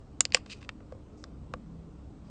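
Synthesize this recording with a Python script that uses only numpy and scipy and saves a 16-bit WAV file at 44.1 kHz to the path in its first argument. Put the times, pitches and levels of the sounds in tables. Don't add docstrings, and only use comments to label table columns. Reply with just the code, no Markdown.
import sys
import numpy as np
from scipy import signal
from scipy.fft import rfft, irfft
from scipy.io import wavfile
from scipy.ndimage import uniform_filter1d

SR = 44100
rng = np.random.default_rng(int(sys.argv[2]) if len(sys.argv) > 2 else 0)


def persist_wave(psi):
    counts = np.round(np.clip(psi, -1, 1) * 32767).astype(np.int16)
    wavfile.write(sys.argv[1], SR, np.atleast_2d(counts).T)


N = 101429

# t/s, drive level/dB in each of five bands (thump, knock, clack, snap, tick),
# delay/s and relative level/dB of the second contact
IMPACTS = [(0.2064, 0, 6.5, 8.5, 8, 20, 0.0014, -9), (0.2524, -6.5, -16.5, -7.5, -0.5, -10, 0.00042, 7.5),
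           (.3050, -19, -35.5, -33, -29.5, -50, 0.00037, -2), (.3220, -27, -18, -4.5, -4, -27, 0.00044, -4),
           (0.3462, 14, 9.5, 14.5, 13.5, 10, .00040, 3), (.3695, -17.5, -2.5, -15.5, -15, -28, 0.0026, 0.5),
           (.4610, -15.5, -22.5, -24.5, -24.5, -35, .0019, 1.5),
           (.6165, -28, -23, -28.5, -29, -39, 0.0011, -4), (.6275, -26, -20, -18, -31, -33, 0.0019, -3.5),
           (.6475, -26.5, -29.5, -26, -32, -39, 0.0015, -1),
           (0.6912, -8, -2, -0.5, -11.5, -22, .0022, -5.5),
           (.8045, -16.5, -21.5, -33, -49, -49, 0.00148, -3.5),
           (.9225, 4, -15, -32.5, -33, -40, .0019, -5.5), (.9490, -6.5, -30.5, -52, -44, -48.5, 0.002, -6),
           (1.2400, -22, -5, -26.5, -9, -24, .00054, -4.5), (1.5372, 6.5, -3, -16, -22, -29, 0.00075, 6)]
DRIVE_BANDS = [520, 1150, 2550, 4700, 7500]
# f/Hz, level/dB, T60/s
CASE_MODES = [(504, 0, 0.035), (720, -1, .012), (885.2, -4.5, 0.0099), (1145, 2.5, 0.014),
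              (1560, -1, 0.0071), (2055, -1.5, .005), (2520, 0, 0.007), (2919, -2, .005),
              (3550, -1.5, 0.0072), (4260, -4.5, 0.0036), (4860, -3, 0.0033), (5993, -3.5, 0.0019),
              (7200, -1.5, .005), (8200, -4.5, .004)]
# f/Hz, level/dB, T60/s
CATCH_MODES = [(990, -4, .03), (2940, 12, .012), (3800, 11, .012), (5500, 8, 0.029), (6600, 11, .06),
               (7340, 19, 0.0064)]
# t/s, duration/s, level/dB, centre f/Hz, narrowing/(dB per octave squared)
STROKES = [(0.331, 0.038, -40, 3282, -1), (0.461, 0.13, -63.5, 2800, -0.5), (0.495, 0.038, -44, 3300, 3),
           (0.604, 0.042, -60.5, 2200, 1.5), (1.167, 0.072, -71, 6476, 32.5), (2.243, .06, -75, 5290, 10)]
# f/Hz, relative level/dB
FRICTION_SPECTRUM = [(400, -18), (1100, -11), (1600, -11.5), (2150, -10.5), (2520, 2), (2950, -3.5),
                     (3350, -10.5), (3800, -5.5), (4150, -9), (4750, -6), (5500, -11), (8300, -15.5)]
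# f/Hz, relative level/dB
NOISE_SPECTRUM = [(12, -42.5), (20, -15.5), (58, 1.5), (118, -8), (164, -9.5), (265, -10), (300, -9.5),
                  (359, -18.5), (397, -16), (848, -28), (1210, -30.5), (1680, -40.5), (8500, -50),
                  (11000, -82.5), (18700, -120)]
# t/s, relative level/dB
RUMBLE_SWELL = [(0, -4), (.5, -2.5), (.8, -5), (1.1, 0), (1.3, -0.5), (1.6, 2), (1.9, -2.5), (2.3, 1.5)]
# f/Hz, level/dB
DRONE_TONES = [(65, -57), (99, -60.5), (134, -62.5), (205, -61), (300, -65)]
# t/s, level/dB
HUM_ENVELOPE = [(0, -71.5), (1.32, -68.5), (1.42, -52), (1.68, -54.5), (1.92, -48.5), (2.1, -63),
                (2.3, -57)]

CONTACT_S, CATCH_AT_S = 0.0004, 0.2067
STROKE_RISE_S, STROKE_FALL_S, SLIPS_PER_S, SLIP_SPREAD_DB = 0.007, 0.00806, 5880, 5.5
NOISE_DB, FLICKER_DB, RUMBLE_CORNER_HZ, HUM_HZ = -49.5, 1.5, 200, 166
CEILING, CUTOFF_HZ, LEAK_DB, HISS_DB, BAND_LIMIT_HZ = 0.79, 9020, -17, -103, 15870


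def case_impacts():
    out, t = np.zeros(N), np.arange(SR // 10) / SR
    for start, *drive_db, delay, second_db in IMPACTS:
        drive = list(zip(DRIVE_BANDS, drive_db))
        for k, (hz, db, t60) in enumerate(CASE_MODES):
            pair = damped_mode(t, hz, t60) + amp(second_db) * damped_mode(t - delay, hz, t60)
            gain = amp(db + level_at(drive, hz))
            add(out, start, (-1) ** k * gain * pair)
    return out


def catch_ring():
    out, t = np.zeros(N), np.arange(SR // 10) / SR
    add(out, CATCH_AT_S, sum(amp(db) * damped_mode(t, hz, t60) for hz, db, t60 in CATCH_MODES))
    return out


def damped_mode(t, hz, t60):
    t = np.maximum(t, 0)
    build_up = 1 - np.exp(-(t / CONTACT_S) ** 2)
    envelope = build_up * np.exp(-np.log(1000) * t / t60)
    return 2 * envelope / envelope.sum() * np.sin(2 * np.pi * hz * t)


def finger_scrapes():
    out, t = np.zeros(N), np.arange(SR // 4) / SR
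    hz = np.fft.rfftfreq(len(t), 1 / SR)
    for start, duration, db, centre_hz, narrowing in STROKES:
        slips = rng.standard_normal(len(t)) * (rng.random(len(t)) < SLIPS_PER_S / SR)
        slips *= amp(SLIP_SPREAD_DB * np.minimum(rng.exponential(1, len(t)), 2))
        octaves = np.log2(np.maximum(hz, DRIVE_BANDS[0]) / centre_hz)
        response = amp(level_at(FRICTION_SPECTRUM, hz) - narrowing * octaves ** 2)
        friction = unit_rms(irfft(rfft(slips) * response, len(t)))
        rise = np.minimum(t / STROKE_RISE_S, 1)
        fall = np.exp(-np.maximum(t - duration, 0) / STROKE_FALL_S)
        add(out, start, amp(db) * rise * fall * friction)
    return out


def reflections(x, db, t60):
    t = np.arange(SR // 2) / SR
    build_up = np.minimum(t / 0.0014, 1) ** 2
    tail = rng.standard_normal(len(t)) * build_up * np.exp(-np.log(1000) * t / t60)
    return amp(db) * signal.fftconvolve(x, tail / np.linalg.norm(tail))[:N]


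def rumble():
    size, hop = 2048, 512
    t, hz = np.arange(N // hop + 5) * hop / SR, np.fft.rfftfreq(size, 1 / SR)
    real, imag, flicker = rng.standard_normal((3, len(t), len(hz)))
    flicker = uniform_filter1d(flicker, size=6, axis=0)
    flicker = unit_rms(uniform_filter1d(flicker, size=14, axis=1))
    swell_db = np.interp(t, *np.transpose(RUMBLE_SWELL))[:, None] / (1 + (hz / RUMBLE_CORNER_HZ) ** 2)
    spectra = (real + 1j * imag) * amp(level_at(NOISE_SPECTRUM, hz) + swell_db + FLICKER_DB * flicker)
    _, noise = signal.istft(spectra.T, nperseg=size, noverlap=size - hop)
    return amp(NOISE_DB) * unit_rms(noise[:N])


def drone():
    hum_db = np.interp(np.arange(N) / SR, *np.transpose(HUM_ENVELOPE))
    hum = amp(hum_db) * wavering_tone(HUM_HZ, pitch_depth=0.004, depth_db=3.5)
    return hum + sum(amp(db) * wavering_tone(hz, pitch_depth=0.012, depth_db=3) for hz, db in DRONE_TONES)


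def wavering_tone(hz, pitch_depth, depth_db):
    phase = 2 * np.pi * np.cumsum(hz * (1 + pitch_depth * drift(rate_hz=5))) / SR
    return unit_rms(np.sin(phase) * amp(depth_db * drift(rate_hz=5.9)))


def drift(rate_hz):
    hz = np.fft.rfftfreq(N, 1 / SR)
    return unit_rms(irfft(rfft(rng.standard_normal(N)) * np.exp(-(hz / rate_hz) ** 2), N))


def amp(db):
    return 10 ** (np.asarray(db) / 20)


def unit_rms(x):
    return x / np.sqrt(np.mean(x ** 2) + 1e-20)


def level_at(spectrum, hz):
    f, db = np.transpose(spectrum)
    return np.interp(np.log(hz + 1), np.log(f + 1), db)


def add(mix, start, sound):
    part = mix[max(round(start * SR), 0):][:len(sound)]
    part += sound[:len(part)]


def low_pass(x, hz, taps):
    return signal.fftconvolve(x, signal.firwin(taps, hz, window="blackmanharris", fs=SR), "same")


def scene():
    direct = case_impacts() + catch_ring() + finger_scrapes()
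    early = reflections(direct, db=-14.5, t60=0.026)
    dulled = signal.lfilter(*signal.butter(1, 3500, fs=SR), direct)
    room_tail = reflections(dulled, db=-28.5, t60=0.2)
    return (direct + early + room_tail + rumble() + drone())[None]


def record(dry):
    clipped = CEILING * np.tanh(low_pass(dry[0], CUTOFF_HZ, taps=201) / CEILING)
    in_band = low_pass(clipped, CUTOFF_HZ, taps=201)
    leak = amp(LEAK_DB) * (clipped - in_band)
    hiss = amp(HISS_DB) * rng.standard_normal(N)
    return low_pass(in_band + leak + hiss, BAND_LIMIT_HZ, taps=511)[None]


dry = scene()
out = record(dry)
persist_wave(out)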